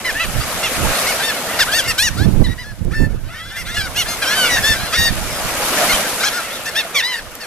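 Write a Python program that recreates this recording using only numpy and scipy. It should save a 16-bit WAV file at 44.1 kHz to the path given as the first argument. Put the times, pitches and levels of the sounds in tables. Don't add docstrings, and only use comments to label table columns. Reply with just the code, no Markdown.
import sys
import numpy as np
from scipy import signal
from scipy.io import wavfile

SR = 44100
rng = np.random.default_rng(int(sys.argv[2]) if len(sys.argv) > 2 else 0)


def unload_wav(signal):
    wavfile.write(
        sys.argv[1],
        SR,
        np.round(np.clip(np.atleast_2d(signal).T, -1, 1) * 32767).astype(np.int16),
    )


N = 328986

# (start [s], end [s], top pitch [Hz], place of the top [0-1], pitch sag [Np/length^2],
# level [dB], tilt [dB/oct], bill resonance [Hz], sand bounce delay [s], roughness [0-1])
NEAR_CRIES = [(0.038, 0.127, 1025.0, 0.22, 0.49, -24, -3.5, 2400, 0.00097, 0.38),
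              (0.127, 0.251, 1023.0, 0.99, 0.32, -25.5, -7.7, 3100.0, 0.00042, 0.24),
              (0.182, 0.267, 672.0, 0.46, 0.79, -23.5, -4.5, 2650, 0.00031, 0.2),
              (0.4, 0.451, 692.0, 0.63, 0.31, -29, -5.5, 4700.0, 0.00062, 0.46),
              (0.622, 0.693, 701.0, 0.36, 0.7, -25.0, -0.7, 2700.0, 0.00033, 0.3),
              (0.938, 1.006, 713.0, 0.45, 0.99, -26, -2.5, 4250.0, 0.00032, 0.3),
              (1.055, 1.142, 743.0, 0.47, 1.2, -26.5, 1.7, 2330.0, 0.00044, 0.17),
              (1.19, 1.231, 804.0, 0.59, 0.43, -18.4, -11.5, 4500, 0.00021, 0.3),
              (1.211, 1.332, 913.0, 0.46, 0.44, -25.5, -1.7, 3640, 0.00114, 0.18),
              (1.516, 1.556, 981.0, 0.71, 0.97, -32.4, -5, 1540.0, 0.0015, 0.2),
              (1.587, 1.611, 828.0, 0.96, 0.4, -17.5, -2, 4870.0, 0.0014, 0.4),
              (1.595, 1.642, 952.0, 0.02, 0.29, -17, 0.2, 3680.0, 0.00063, 0.18),
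              (1.654, 1.731, 861.0, 1.0, 0.49, -26, -10, 3400.0, 0.00072, 0.2),
              (1.707, 1.828, 926, 0.5, 1.25, -22.5, 2.5, 3230.0, 0.00065, 0.2),
              (1.868, 1.929, 929, 0.47, 0.46, -27, 4, 2740, 0.00039, 0.05),
              (1.974, 2.039, 879.0, 0.95, 0.26, -19.5, 2.4, 3500, 0.00072, 0.16),
              (2.01, 2.1, 974.0, 0.45, 0.83, -18, -0.4, 6100, 0.00071, 0.03),
              (2.156, 2.27, 891.0, 1.0, 0.44, -26.5, -4.5, 6600, 0.00023, 0.29),
              (2.435, 2.482, 1007.0, 0.28, 0.41, -29.5, -4.5, 3900, 0.00099, 0.24),
              (2.467, 2.548, 964.0, 0.84, 0.05, -34, -5, 4160.0, 0.00052, 0.4),
              (2.574, 2.653, 995, 0.47, 0.51, -32.1, -4.5, 5040, 0.00095, 0.37),
              (2.632, 2.734, 860, 0.54, 0.25, -37.5, -6.5, 5240.0, 0.00065, 0.15),
              (2.904, 2.964, 762.0, 1.0, 0.43, -38, -2, 1590, 0.00084, 0.5),
              (2.923, 3.086, 892, 0.5, 0.097, -33, -2.5, 1930, 0.00071, 0.14),
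              (3.316, 3.58, 689.0, 0.7, 0.49, -40, -2.5, 3120, 0.00057, 0.12),
              (3.549, 3.641, 702, 0.5, 0.55, -32, 0.2, 2120, 0.00035, 0.4),
              (3.642, 3.771, 962.0, 0.95, 0.45, -34, 0.5, 3400, 0.00048, 0.25),
              (3.737, 3.797, 718.0, 0.57, 0.49, -28.7, -0.5, 2900.0, 0.00029, 0.34),
              (3.756, 3.832, 848, 0.35, 0.17, -26, 0, 3700, 0.00062, 0.28),
              (3.794, 3.889, 777.0, 0.41, 0.32, -28, -3.5, 2360.0, 0.0015, 0.3),
              (3.95, 4.042, 729.0, 0.5, 0.81, -25, 2.3, 2900, 0.00031, 0.25),
              (4.066, 4.168, 707, 0.52, 0.1, -35.5, 5.5, 2400, 0.00046, 0.13),
              (4.213, 4.274, 819, 0.18, 0.38, -24, -0.5, 2800, 0.00123, 0.4),
              (4.252, 4.363, 861.0, 1.0, 0.16, -23.5, 0, 3160, 0.00071, 0.2),
              (4.302, 4.368, 779.0, 1.0, 0.21, -25, -2, 2940, 0.00038, 0.34),
              (4.339, 4.502, 774.0, 0.16, 0.19, -23, 0.5, 3070, 0.00065, 0.17),
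              (4.428, 4.521, 759, 0.48, 0.12, -22.5, -6, 2290, 0.00091, 0.37),
              (4.482, 4.609, 978.0, 0.03, 0.1, -17.5, -4, 6000, 0.00049, 0.24),
              (4.562, 4.597, 926.0, 0.6, 0.94, -27, 0, 1990, 0.00048, 0.45),
              (4.617, 4.758, 893, 0.58, 0.3, -19, -1.0, 3850, 0.00061, 0.24),
              (4.734, 4.768, 700.0, 0.51, 0.55, -29, -0.5, 1650.0, 0.00194, 0.5),
              (4.917, 4.976, 738.0, 0.94, 0.35, -22.5, -0.5, 3260.0, 0.00083, 0.45),
              (4.95, 5.112, 933.0, 0.44, 0.096, -19.5, 0.0, 3970, 0.00059, 0.22),
              (5.879, 5.947, 724.0, 0.43, 0.94, -26.5, 2.3, 2260, 0.00047, 0.1),
              (5.911, 5.973, 800, 0.48, 1.08, -22, -2.2, 3100, 0.00032, 0.04),
              (6.044, 6.085, 798.0, 0.54, 0.58, -29.5, -4.0, 1440, 0.00041, 0.2),
              (6.193, 6.248, 801.0, 0.91, 0.17, -28.0, 1, 1690.0, 0.00082, 0.46),
              (6.221, 6.301, 842, 0.62, 0.96, -16.5, -3.5, 6270, 0.00093, 0.48),
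              (6.308, 6.431, 723, 0.48, 0.74, -34, 2.5, 1470, 0.00076, 0.04),
              (6.648, 6.706, 907, 0.57, 0.45, -30.5, 2.5, 2500, 0.001, 0.44),
              (6.744, 6.828, 912.0, 0.56, 0.73, -20.5, -1.5, 3700, 0.00034, 0.37),
              (6.939, 7.025, 1181.0, 0.08, 0.33, -16.5, -2.0, 2450, 0.00032, 0.48),
              (7.003, 7.184, 1016.0, 0.53, 0.76, -23, -4.5, 3670, 0.00103, 0.27),
              (7.109, 7.214, 952.0, 0.42, 0.45, -27.5, -4, 3100, 0.00041, 0.56),
              (7.395, 7.468, 909.0, 0.3, 0.5, -35, 0.1, 2310.0, 0.00069, 0.4)]
# (frequency [Hz], gain [dB])
THROAT_RESPONSE = [(600, -13), (950, -21), (1300, -5), (1750, 0), (2300, -9), (2700, -10.5), (3500, -7.5),
                   (4500, -8.5), (5700, -9.5), (6800, -16.5), (8200, -18), (10500, -19.5), (13000, -22.5),
                   (15000, -26)]
# (frequency [Hz], left minus right [dB], left lead [rad])
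FLOCK_IMAGE = [(1400, 2.5, 0.17), (1900, 1, 0.2), (2560, -6, 0.42), (3660, 0.5, 1.6), (4700, 5.5, 1.43),
               (5700, 3, 0.66), (7360, 2, 0.97), (11100, 4, 0.73)]
# (start [s], end [s], first [Hz], middle [Hz], last [Hz], level [dB])
WHISTLE_NOTES = [(4.76, 4.9, 3720, 4133, 4000, -33), (5.23, 5.40, 2400, 2200, 1100, -38.5),
                 (5.3, 5.41, 5150, 5100, 4950, -33.5)]
# (time [s], peak [dB])
TICK_PEAKS = [(1.841, -9), (2.849, -21), (7.353, -10)]
# (time [s], level [dB])
CHATTER_LEVEL = [(0, -49), (1.9, -31), (2.3, -85), (3.3, -44), (3.9, -34.5), (4.5, -36), (4.85, -31.5),
                 (5.3, -45), (6.6, -38), (7.46, -64.5)]
# (peak time [s], rise [dB/s], fall [dB/s], tumble level [dB], foam level [dB])
SURF_PEAKS = [(.08, 23, 15, -37.5, -39), (.5, 21, 12, -37, -33), (.98, 17, 18.5, -28, -26.5),
              (1.6, 19, 20.5, -32, -31), (4.45, 21, 19, -29.5, -28), (5.83, 16.5, 19, -25.5, -23.5),
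              (6.85, 14, 17.5, -38.5, -40.5), (7.5, 26, 22, -42, -44)]
# (frequency [Hz], density [dB])
TUMBLE_SPECTRUM = [(90, -20.5), (170, -7.5), (260, -5), (380, -8.5), (580, 1.5), (720, -2), (900, -6.5),
                   (1400, -3), (2000, -15.5), (3500, -55)]
SPLASH_SPECTRUM = [(700, -8), (1400, 1.5), (2000, 5), (3000, 3), (4500, -2.5), (6500, -29), (11000, -60)]
FIZZ_SPECTRUM = [(2500, -9), (5000, 1.5), (7000, 1.5), (10000, 0), (12500, 4), (15000, -12)]
# (frequency [Hz], correlation [-1 to 1], left minus right [dB])
SURF_STEREO = [(200, 1, -2.5), (700, 0.94, -2), (1420, 0.7, -0.5), (2270, 0.42, -1.5), (3400, -0.079, 1),
               (5000, -0.12, 3.5), (8000, -0.046, 0), (14000, -0.11, 3.5)]
# (peak time [s], length [s], level [dB])
WIND_GUSTS = [(0.373, .19, -24), (0.849, 0.14, -18), (1.883, 0.051, -28), (2.243, 0.18, -13),
              (2.411, 0.16, -13.5), (2.906, 0.24, -22.5), (3.02, 0.08, -13), (3.163, 0.25, -26),
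              (3.624, .05, -32), (3.854, 0.55, -33.5), (4.693, 0.38, -28), (5.146, 0.28, -22.5),
              (5.45, 0.08, -26.5), (5.93, 0.067, -32), (7.3, .1, -40)]
# (time [s], level [dB])
BREEZE_LEVEL = [(0, -39), (.6, -37), (1.4, -45.5), (2.0, -34.5), (2.6, -34), (3.4, -40), (4.2, -39),
                (5.5, -36.5), (6.1, -43.5), (7.1, -50.5), (7.46, -47)]
# (frequency [Hz], density [dB])
BUFFET_SPECTRUM = [(20, 2), (45, -4), (90, -3), (150, -8.5), (250, -16.5), (450, -29), (900, -45),
                   (2500, -81)]

SIDE = np.array([[.5], [-.5]])


def near_gulls(gain_db=0.78):
    out = np.zeros((2, N))
    for start_s, end_s, *shape in NEAR_CRIES:
        add(out, start_s, cry(end_s - start_s, *shape))
    return from_db(gain_db) * out


def cry(length_s, top_hz, crest, sag, level_db, tilt_db_per_oct, bill_hz, bounce_s, rough,
        jitter=0.0033, rattle=0.032, waver_db=2.5, bounce_gain=0.48, tiring_db=4, effort_db_per_np=5):
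    size = int(length_s * SR)
    u = np.linspace(0, 1, size)
    droop_np = sag * (u - crest) ** 2 * np.where(u > crest, 1.4, 1)
    pitch_hz = top_hz * np.exp(-droop_np)
    rasp = rough + 0.42 * (1 - fade(u, 0.26))
    wobble = 1 + jitter * drift(169, size) + rattle * rasp * drift(1479, size)
    phase = 2 * np.pi * np.cumsum(pitch_hz * wobble) / SR
    out = np.zeros((2, size))
    for k in range(1, 22):
        hz = k * pitch_hz
        pan_db, lead_rad = at_hz(FLOCK_IMAGE, hz)
        tone = np.exp(1j * (k * phase + 2 * np.pi * rng.random()))
        tone *= 1 + rasp * (drift(693.7, size) + 1j * drift(700, size)) / np.sqrt(2)
        tone *= from_db(waver_db * drift(46, size))
        tone *= 1 + bounce_gain * np.exp(-2j * np.pi * hz * bounce_s)
        gain = from_db(voice_db(hz, tilt_db_per_oct, bill_hz) + SIDE * pan_db) * (hz < SR / 2)
        out += gain * np.real(tone * np.exp(1j * SIDE * lead_rad))
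    out += throat_hiss(size) * np.sqrt(rasp / rasp.mean()) * out.std()
    gate = fade(u, np.where(u < .5, 0.29, 0.24))
    envelope_db = level_db - tiring_db * (u - .5) - effort_db_per_np * droop_np
    return np.sqrt(2) * out * gate * from_db(envelope_db)


def voice_db(hz, tilt_db_per_oct, bill_hz, bill_db=8.0, half_width_oct=0.18, knee_hz=1760, span_oct=1.9):
    tilt_db = tilt_db_per_oct * np.clip(np.log2(hz / knee_hz), 0, span_oct)
    resonance_db = bill_db / (1 + (np.log2(hz / bill_hz) / half_width_oct) ** 2)
    return at_hz(THROAT_RESPONSE, hz)[0] + tilt_db + resonance_db


def throat_hiss(size, level_db=-21, band_hz=(2500, 12000)):
    bandpass = signal.butter(1, band_hz, "band", fs=SR, output="sos")
    return from_db(level_db) * unit_rms(signal.sosfilt(bandpass, rng.standard_normal((2, size))))


def whistles(jitter=0.0043):
    out = np.zeros((2, N))
    for start_s, end_s, *points_hz, level_db in WHISTLE_NOTES:
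        u = np.linspace(0, 1, int((end_s - start_s) * SR))
        parabola = np.polyfit([0, .5, 1], points_hz, 2)
        hz = np.polyval(parabola, u) * (1 + jitter * drift(210, len(u)))
        _, lead_rad = at_hz(FLOCK_IMAGE, hz)
        tone = np.sin(2 * np.pi * np.cumsum(hz) / SR + SIDE * lead_rad)
        add(out, start_s, np.sqrt(2) * from_db(level_db) * fade(u, 0.1) * tone)
    return out


def ticks(t60_s=0.009):
    out, t = np.zeros((2, N)), np.arange(SR // 50) / SR
    for start_s, peak_db in TICK_PEAKS:
        snap = np.diff(rng.standard_normal((2, len(t))) * from_db(-60 * t / t60_s))
        add(out, start_s, from_db(peak_db) * snap / np.abs(snap).max())
    return out


def far_gulls(rate_per_s=12, spread_db=2.0, gain_db=0.5):
    out = np.zeros((2, N))
    flock_db = in_time(CHATTER_LEVEL)
    for i in np.flatnonzero(rng.random(N) < rate_per_s / SR):
        length_s, top_hz = rng.uniform(.057, .16), rng.uniform(660, 950)
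        bill_hz, bounce_s = rng.uniform(2000, 3600), rng.uniform(.0003, .002)
        level_db = flock_db[i] + gain_db + rng.normal(0, spread_db)
        yelp = cry(length_s, top_hz, crest=.5, sag=.85, level_db=level_db, tilt_db_per_oct=-4.5,
                   bill_hz=bill_hz, bounce_s=bounce_s, rough=.25)
        add(out, i / SR, yelp)
    return out


def shore_scatter(x, gain_db=-17, t60_s=0.32, gap_s=.004, cutoff_hz=6000):
    t = np.arange(SR // 2) / SR
    tail = rng.standard_normal((2, len(t))) * from_db(-60 * t / t60_s) * (t > gap_s)
    tail /= np.sqrt(np.sum(tail ** 2) / 2)
    tail = signal.sosfilt(signal.butter(1, cutoff_hz, fs=SR, output="sos"), tail)
    return from_db(gain_db) * signal.fftconvolve(x, tail, axes=1)[:, :N]


def surf_envelopes(floor_db=-59.5, foam_lag_s=0.023):
    t = np.arange(N) / SR
    tumble_power = foam_power = from_db(floor_db) ** 2
    for peak_s, rise_db_per_s, fall_db_per_s, tumble_db, foam_db in SURF_PEAKS:
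        age_s = t - peak_s - np.array([[0], [foam_lag_s]])
        loss_db = np.maximum(-rise_db_per_s * age_s, fall_db_per_s * age_s)
        tumble_power = tumble_power + from_db(tumble_db - loss_db[0]) ** 2
        foam_power = foam_power + from_db(foam_db - loss_db[1]) ** 2
    return np.sqrt(tumble_power), np.sqrt(foam_power)


def surf(tumble, foam, tumble_db=6.0, splash_db=4.5, fizz_db=5.5, churn_db=2.5):
    layers = [(tumble * from_db(tumble_db), TUMBLE_SPECTRUM),
              (np.sqrt(tumble * foam) * from_db(splash_db), SPLASH_SPECTRUM),
              (foam * from_db(fizz_db), FIZZ_SPECTRUM)]
    out = np.zeros((2, N))
    spatter_db = drift(350) + 0.42 * drift(21)
    for hz, (mid, side) in noise_bands(90, 15500, count=22):
        gain = np.sqrt(sum((envelope * density(spectrum, hz)) ** 2 for envelope, spectrum in layers))
        flicker_db = churn_db * drift(45) * min(1, (900 / hz) ** 0.43) + spatter_db * min(1, hz / 5000)
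        correlation, pan_db = at_hz(SURF_STEREO, hz)
        pair = np.sqrt((1 + correlation) / 2) * mid + np.sqrt((1 - correlation) / 2) * side * 2 * SIDE
        out += gain * from_db(flicker_db + SIDE * pan_db) * pair
    return out


def droplets(foam, rate_per_s=500, gain_db=-10, t60_cycles=12, pitches=14):
    out = np.zeros((2, N))
    for hz in np.geomspace(900, 13000, pitches):
        hits = rng.integers(0, N, int(rate_per_s * N / SR / pitches))
        size_db = np.minimum(rng.exponential(1, len(hits)), 5)
        clicks = np.full(N, 1e-18)
        clicks[hits] = from_db(size_db) * rng.choice([-1, 1], len(hits))
        radius, step_rad = from_db(-60 * hz / (t60_cycles * SR)), 2 * np.pi * hz / SR
        ring = signal.lfilter([np.sin(step_rad)], [1, -2 * radius * np.cos(step_rad), radius ** 2], clicks)
        out += ring * from_db(rng.normal(0, 1.8, (2, 1))) * np.sqrt(hz)
    return foam * from_db(gain_db) * unit_rms(out)


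def wind(gain_db=3.0, lumpy_db=4.0, flutter_db_per_oct=0.75, brighten_per_oct=0.13, pivot_db=-26):
    port_db = port_wind_db()
    excess_db = np.maximum(port_db - pivot_db, -8)
    flutter = np.array([drift(130), drift(130)])
    tilt_db_per_oct = brighten_per_oct * excess_db + flutter_db_per_oct * flutter
    out = np.zeros((2, N))
    for hz, band in noise_bands(18, 2400, count=10):
        octaves = np.clip(np.log2(hz / 120), 0, 2)
        out += density(BUFFET_SPECTRUM, hz) * band * from_db(octaves * tilt_db_per_oct)
    return from_db(port_db + gain_db + lumpy_db * np.array([drift(55), drift(55)])) * out


def port_wind_db(even_db=-54, lee_db_per_db=.45):
    t = np.arange(N) / SR
    gust_power = sum((from_db(peak_db) * np.exp(-(2 * (t - peak_s) / length_s) ** 2)) ** 2
                     for peak_s, length_s, peak_db in WIND_GUSTS)
    force_db = 10 * np.log10(from_db(in_time(BREEZE_LEVEL)) ** 2 + gust_power)
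    share = from_db(-SIDE * lee_db_per_db * np.maximum(force_db - even_db, 0))
    return force_db + 20 * np.log10(share / np.sqrt(np.mean(share ** 2, axis=0)))


def from_db(db):
    return 10 ** (np.asarray(db) / 20)


def unit_rms(x):
    return x / np.sqrt(np.mean(x ** 2) + 1e-20)


def in_time(curve):
    return np.interp(np.arange(N) / SR, *np.transpose(curve))


def at_hz(table, hz):
    knots_hz, *columns = np.transpose(table)
    return [np.interp(np.log(hz), np.log(knots_hz), column) for column in columns]


def drift(rate_hz, size=N):
    steps = np.arange(size) * rate_hz / SR + rng.random()
    knots = rng.standard_normal(int(steps[-1]) + 2)
    return np.interp(steps, np.arange(len(knots)), knots) * np.sqrt(3 / 2)


def fade(u, edge):
    return np.sin(np.pi / 2 * np.clip(np.minimum(u, 1 - u) / edge, 0, 1)) ** 2


def add(out, start_s, sound):
    i = int(start_s * SR)
    out[:, i:i + sound.shape[1]] += sound[:, :max(N - i, 0)]


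def noise_bands(low_hz, high_hz, count):
    edges_hz, white = np.geomspace(low_hz, high_hz, count + 1), rng.standard_normal((2, 2, N))
    for k, (low, high) in enumerate(zip(edges_hz, edges_hz[1:])):
        band = signal.sosfilt(signal.butter(2, [low, high], "band", fs=SR, output="sos"), white[k % 2])
        yield np.sqrt(low * high), np.sqrt(high - low) * unit_rms(band)


def density(spectrum, hz):
    grid_hz = np.arange(10, 15000, 10)
    inside = (grid_hz >= spectrum[0][0]) & (grid_hz < spectrum[-1][0])
    shape = from_db(at_hz(spectrum, grid_hz)[0]) * inside
    return np.interp(hz, grid_hz, shape) / np.sqrt(10 * np.sum(shape ** 2))


def scene():
    tumble, foam = surf_envelopes()
    shore = surf(tumble, foam) + droplets(foam) + wind()
    near, far = near_gulls() + whistles() + ticks(), far_gulls()
    return near + far + shore_scatter(near + 2 * far) + shore


def record(dry, cutoff_hz=14400):
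    lowpass = signal.ellip(12, .2, 70, cutoff_hz, fs=SR, output="sos")
    return signal.sosfilt(lowpass, np.clip(dry, -1, 1))


dry = scene()
out = record(dry)
unload_wav(out)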